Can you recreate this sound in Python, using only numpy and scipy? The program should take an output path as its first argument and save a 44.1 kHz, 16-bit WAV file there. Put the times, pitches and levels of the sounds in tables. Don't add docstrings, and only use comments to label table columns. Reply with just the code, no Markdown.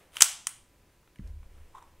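import sys
import numpy as np
from scipy import signal
from scipy.fft import rfft, irfft
from scipy.io import wavfile
from scipy.ndimage import uniform_filter1d

SR = 44100
rng = np.random.default_rng(int(sys.argv[2]) if len(sys.argv) > 2 else 0)


def file_out(sig):
    cols = np.atleast_2d(sig).T
    lim = np.clip(cols, -1, 1)
    pcm = np.round(lim * 32767).astype(np.int16)
    wavfile.write(sys.argv[1], SR, pcm)


N = 88200

# (pitch [Hz], base width [Hz], level [dB])
STEEL_MODES = [(972, 450, -11), (1450, 510, -6), (2426, 610, -8.5), (3070, 190, -3), (3890, 350, -8),
               (4680, 720, -8), (6020, 310, -2.5), (6335, 280, -2.5), (7718, 1200, -2.5),
               (8856, 1200, -6.5), (8987, 190, 1), (8940, 900, -6), (10450, 740, -6.5), (13180, 700, -18.5),
               (14960, 2600, -17)]
MODE_WIDENING, LOW_MODES_BELOW_HZ = 1 / .75, 3300
FOCUS_DB, FOCUS_OCTAVES = 7, .45
RELEASE_DB_PER_S, LOW_CUT_HZ = -6000, 680
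PUFF_DB, PUFF_PEAK_S = -47, .0032
def steel_hit(level_db, attack_s, chatter_s, focus_hz, lows_db, contact_db):
    t = np.arange(1300) / SR
    envelope = np.minimum(t / attack_s, 1) * amp(RELEASE_DB_PER_S * np.maximum(t - chatter_s, 0))
    chatter = rng.standard_normal(len(t))
    for _ in range(2):
        spectrum = rfft(chatter)
        chatter = irfft(spectrum / np.sqrt(uniform_filter1d(abs(spectrum) ** 2, 5) + 1e-20), len(t))
        chatter = envelope * chatter / np.sqrt(uniform_filter1d(chatter ** 2, 15) + 1e-12)
    chatter[round(attack_s * SR)] += amp(contact_db)
    ring = np.zeros(len(t))
    for k, (hz, width, db) in enumerate(STEEL_MODES):
        focus = FOCUS_DB * np.exp(-(np.log2(hz / focus_hz) / FOCUS_OCTAVES) ** 2)
        gain = amp(db + focus + lows_db * (hz < LOW_MODES_BELOW_HZ))
        ring += (-1) ** k * gain * resonate(chatter, hz, width * MODE_WIDENING)
    ring = signal.sosfilt(signal.butter(4, LOW_CUT_HZ, "high", fs=SR, output="sos"), ring)
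    ring /= np.sqrt(2 * np.max(uniform_filter1d(ring ** 2, 40)))
    puff = amp(PUFF_DB) * t / PUFF_PEAK_S * np.exp(1 - t / PUFF_PEAK_S)
    return amp(level_db) * (ring + puff)


# (time [s], level [dB])
SCRAPE_ENVELOPE = [(.11, -79.5), (.135, -60.5), (.143, -54), (.15, -59), (.158, -46), (.165, -50.5),
                   (.185, -48.5), (.2, -53), (.206, -57.5)]
def scrape():
    grit = rng.standard_normal(N) * amp(2.5 * rng.exponential(1, N)) * (rng.random(N) < .15)
    ring = sum(amp(db + 14 * (hz < LOW_MODES_BELOW_HZ)) * resonate(grit, hz, width * MODE_WIDENING)
               for hz, width, db in STEEL_MODES)
    return fader(SCRAPE_ENVELOPE) * unit_rms(ring)


# (time [s], level [dB], attack [s], chatter length [s], focus [Hz], low modes [dB], first contact [dB])
STEEL_HITS = [(.1677, -23, .0008, .0015, 2950, 7, 0), (.1815, -39, .001, .005, 3000, 5, 0),
              (.203, -27, .004, .004, 8500, -12, -10), (.2069, -10, .0008, .0015, 7400, 7, 6),
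              (.2119, -16, .0004, .0008, 7600, 6, 5), (.2199, 2, .0002, .0022, 6300, -1, 8),
              (.4697, -15, .0001, .002, 8600, 1, 24)]
def magazine():
    direct = scrape()
    send = direct.copy()
    for start, *settings in STEEL_HITS:
        hit = steel_hit(*settings)
        add(direct, start, hit)
        smooth_spectrum = np.sqrt(uniform_filter1d(abs(rfft(hit)) ** 2, 17))
        add(send, start, np.roll(irfft(smooth_spectrum), 60))
    return direct, send


# (pitch [Hz], level re THUMP_DB [dB], decay to -60 dB [s], attack [s])
FLOOR_MODES = [(43.27, 1.5, 1.11, 0.021), (58.4, -2.5, 0.77, 0.039), (77.1, -1, 0.83, 0.039),
               (129.4, 8.5, 0.05, 0.0022), (187.6, 5.5, 0.063, .002), (265, -13.5, 0.24, 0.006),
               (186, -22.5, 1.55, 0.012)]
# (time [s], sub level [dB], bass level [dB])
RUMBLE_ENVELOPE = [(1.15, -109, -86), (1.282, -44, -44.5), (1.494, -48.5, -62), (1.556, -55.5, -55),
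                   (1.666, -55, -64), (1.794, -54.5, -97), (1.84, -60, -78), (1.912, -62, -66),
                   (2.0, -53, -66)]
THUMP_S, THUMP_DB = 1.1935, -38
def floor_thump():
    boom, t = np.zeros(N), np.arange(SR) / SR
    for hz, db, t60, attack in FLOOR_MODES:
        envelope = amp(THUMP_DB + db - 60 * t / t60) * (1 - np.exp(-t / attack))
        add(boom, THUMP_S, envelope * np.sin(2 * np.pi * hz * t))
    sub = unit_rms(resonate_twice(rng.standard_normal(N), hz=15.6, width=7.9))
    bass = resonate(rng.standard_normal(N), hz=73.4, width=16)
    bass = unit_rms(resonate(bass, hz=74.67, width=16))
    return boom + fader(RUMBLE_ENVELOPE, column=1) * sub + fader(RUMBLE_ENVELOPE, column=2) * bass


# (time [s], peak level [dB], pitch [Hz], width [Hz])
LOOSE_TICKS = [(1.03, -62, 1000, 799), (1.075, -56.5, 1200, 900), (1.075, -61.5, 2500, 1500),
               (1.158, -53, 2420, 1000), (1.158, -54.5, 1202, 899.3), (1.158, -55.5, 8496, 3000),
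               (1.186, -52.5, 2230, 1200), (1.196, -55, 1570, 1200), (1.274, -52, 4000, 7000),
               (1.43, -50, 1300, 1200), (1.581, -55, 1289, 900), (1.825, -55, 6500, 2490)]
def loose_parts():
    out, t = np.zeros(N), np.arange(900) / SR
    for start, db, hz, width in LOOSE_TICKS:
        burst = rng.standard_normal(len(t)) * t * np.exp(-t / .0012)
        tick = resonate_twice(burst, hz, width)
        add(out, start, amp(db) * tick / abs(tick).max())
    return out


# (time [s], level [dB])
CREAK_ENVELOPE = [(1.73, -77), (1.745, -62), (1.75, -48), (1.76, -45), (1.764, -54.5), (1.783, -43.5),
                  (1.792, -51.5), (1.804, -81), (1.818, -54.5), (1.827, -49.5), (1.835, -72), (1.842, -55),
                  (1.85, -72), (1.876, -67), (1.9, -91)]
# (pitch [Hz], width [Hz], relative level [dB])
GRIP_MODES = [(975, 210, 19.5), (1067, 128, 20), (1147, 250, -31), (1850, 360, 1), (3574, 500, 1),
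              (6965, 4500, 1)]
SLIPS_PER_S, SLIP_SPREAD_DB = 6000, 2.2
def grip_creak():
    strength = amp(SLIP_SPREAD_DB * rng.exponential(1, N))
    slips = strength * (rng.random(N) < SLIPS_PER_S / SR) * rng.choice([-1, 1], N)
    wood = sum(amp(db) * resonate_twice(slips, hz, width) / np.sqrt(width)
               for hz, width, db in GRIP_MODES)
    return fader(CREAK_ENVELOPE) * unit_rms(wood)


# (delay [s], gain ahead of the treble tilt [dB])
EARLY_ECHOES = [(.0085, -19), (0.022, -20.5)]
# (frequency [Hz], decay to -60 dB [s])
TAIL_DECAY = [(250, 0.37), (700, .6), (1400, 0.39), (2700, 0.43), (5400, 0.45), (8000, .38), (12000, 0.29),
              (15000, 0.23)]
# (frequency [Hz], relative level [dB])
TAIL_EQ = [(200, -12), (600, 0), (1600, 2), (3500, 2.5), (6000, -6.5), (12000, 5), (15500, 3)]
TAIL_DB, TAIL_ATTACK_S = -10.5, .0034
def room_reverb(direct, send):
    hz, t, noise = signal.stft(rng.standard_normal(SR), SR, nperseg=256)
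    band_db = at_hz(TAIL_EQ, hz)[:, None] - 60 * t / at_hz(TAIL_DECAY, hz)[:, None]
    tail = signal.istft(noise * amp(band_db), SR, nperseg=256)[1]
    tail *= 1 - np.exp(-(np.arange(len(tail)) / SR / TAIL_ATTACK_S) ** 2)
    wet = signal.fftconvolve(send, amp(TAIL_DB) * tail / np.linalg.norm(tail))[:N]
    for delay, db in EARLY_ECHOES:
        add(wet, delay, amp(db) * np.diff(direct))
    return wet


# (time [s], level [dB])
RUSTLE_ENVELOPE = [(0, -60), (.1, -67), (.6, -78), (.75, -70.5), (.9, -70.5), (1.05, -72.5), (1.2, -75.5),
                   (1.24, -66), (1.28, -65.5), (1.36, -74.5), (1.43, -69.5), (1.48, -70), (1.57, -65),
                   (1.65, -67), (1.8, -66), (2, -70.5)]
# (frequency [Hz], relative level [dB])
CLOTH_EQ = [(150, -19), (400, 5.5), (1000, -5), (2500, -6), (4500, -19.5), (9000, -16.5), (14000, -25)]
def cloth_rustle():
    return fader(RUSTLE_ENVELOPE) * coloured_noise(CLOTH_EQ, drift_db=.5)


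# (frequency [Hz], relative level [dB])
HISS_EQ = [(12, -32.5), (20, 0.5), (65, -3.5), (268, -15.5), (364, -13), (455, -32), (537, -14.5),
           (672, -27), (1210, -26.5), (15700, -35)]
# (frequency [Hz], side gain [dB])
HISS_SIDE_EQ = [(1300, -32.5), (2400, -26.5), (4400, -9), (8100, -7), (15000, -3)]
HISS_DB, WHINE_HZ, WHINE_DB = -64.5, 995, -78.5
def background_hiss():
    whine = amp(WHINE_DB) * np.sin(2 * np.pi * WHINE_HZ * np.arange(N) / SR)
    side_gain = amp(at_hz(HISS_SIDE_EQ, np.fft.rfftfreq(N, 1 / SR)))
    side = irfft(rfft(coloured_noise(HISS_EQ, drift_db=-.26)) * side_gain, N)
    mid = coloured_noise(HISS_EQ, drift_db=.34)
    return amp(HISS_DB) * np.array([mid + side, mid - side]) + whine


def coloured_noise(eq, drift_db):
    hz = np.fft.rfftfreq(1024, 1 / SR)
    real, imag, drift = rng.standard_normal((N // 256 + 5, 513, 3)).T
    drift = unit_rms(uniform_filter1d(uniform_filter1d(drift, 12, axis=0), 10, axis=1))
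    spectrum = (real + 1j * imag) * amp(at_hz(eq, hz)[:, None] + drift_db * drift)
    return unit_rms(signal.istft(spectrum, nperseg=1024, noverlap=768)[1][:N])


def amp(db):
    return 10 ** (np.asarray(db) / 20)


def unit_rms(x):
    return x / np.sqrt(np.mean(x ** 2) + 1e-20)


def at_hz(table, hz):
    frequencies, values = np.transpose(table)
    return np.interp(np.log(hz + 1), np.log(frequencies + 1), values)


def fader(table, column=1):
    rows = np.array(table)
    return amp(np.interp(np.arange(N) / SR, rows[:, 0], rows[:, column], -150, -150))


def add(mix, start_s, sound):
    part = mix[round(start_s * SR):][:len(sound)]
    part += sound[:len(part)]


def resonate(x, hz, width):
    return signal.lfilter(*signal.iirpeak(min(hz, .45 * SR), hz / width, SR), x)


def resonate_twice(x, hz, width):
    return resonate(resonate(x, hz, width), hz, width)


def scene():
    steel, steel_send = magazine()
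    handling = loose_parts() + grip_creak()
    reverb = room_reverb(steel + handling, steel_send + handling)
    return steel + handling + reverb + floor_thump() + background_hiss() + cloth_rustle()


HIGH_CUT_HZ = 15750
def record(dry):
    clipped = np.clip(dry, -1, 1)
    high_cut = signal.firwin(511, HIGH_CUT_HZ, window=("kaiser", 9), fs=SR)
    return np.clip(signal.oaconvolve(clipped, high_cut[None], "same"), -1, 1)


dry = scene()
out = record(dry)
file_out(out)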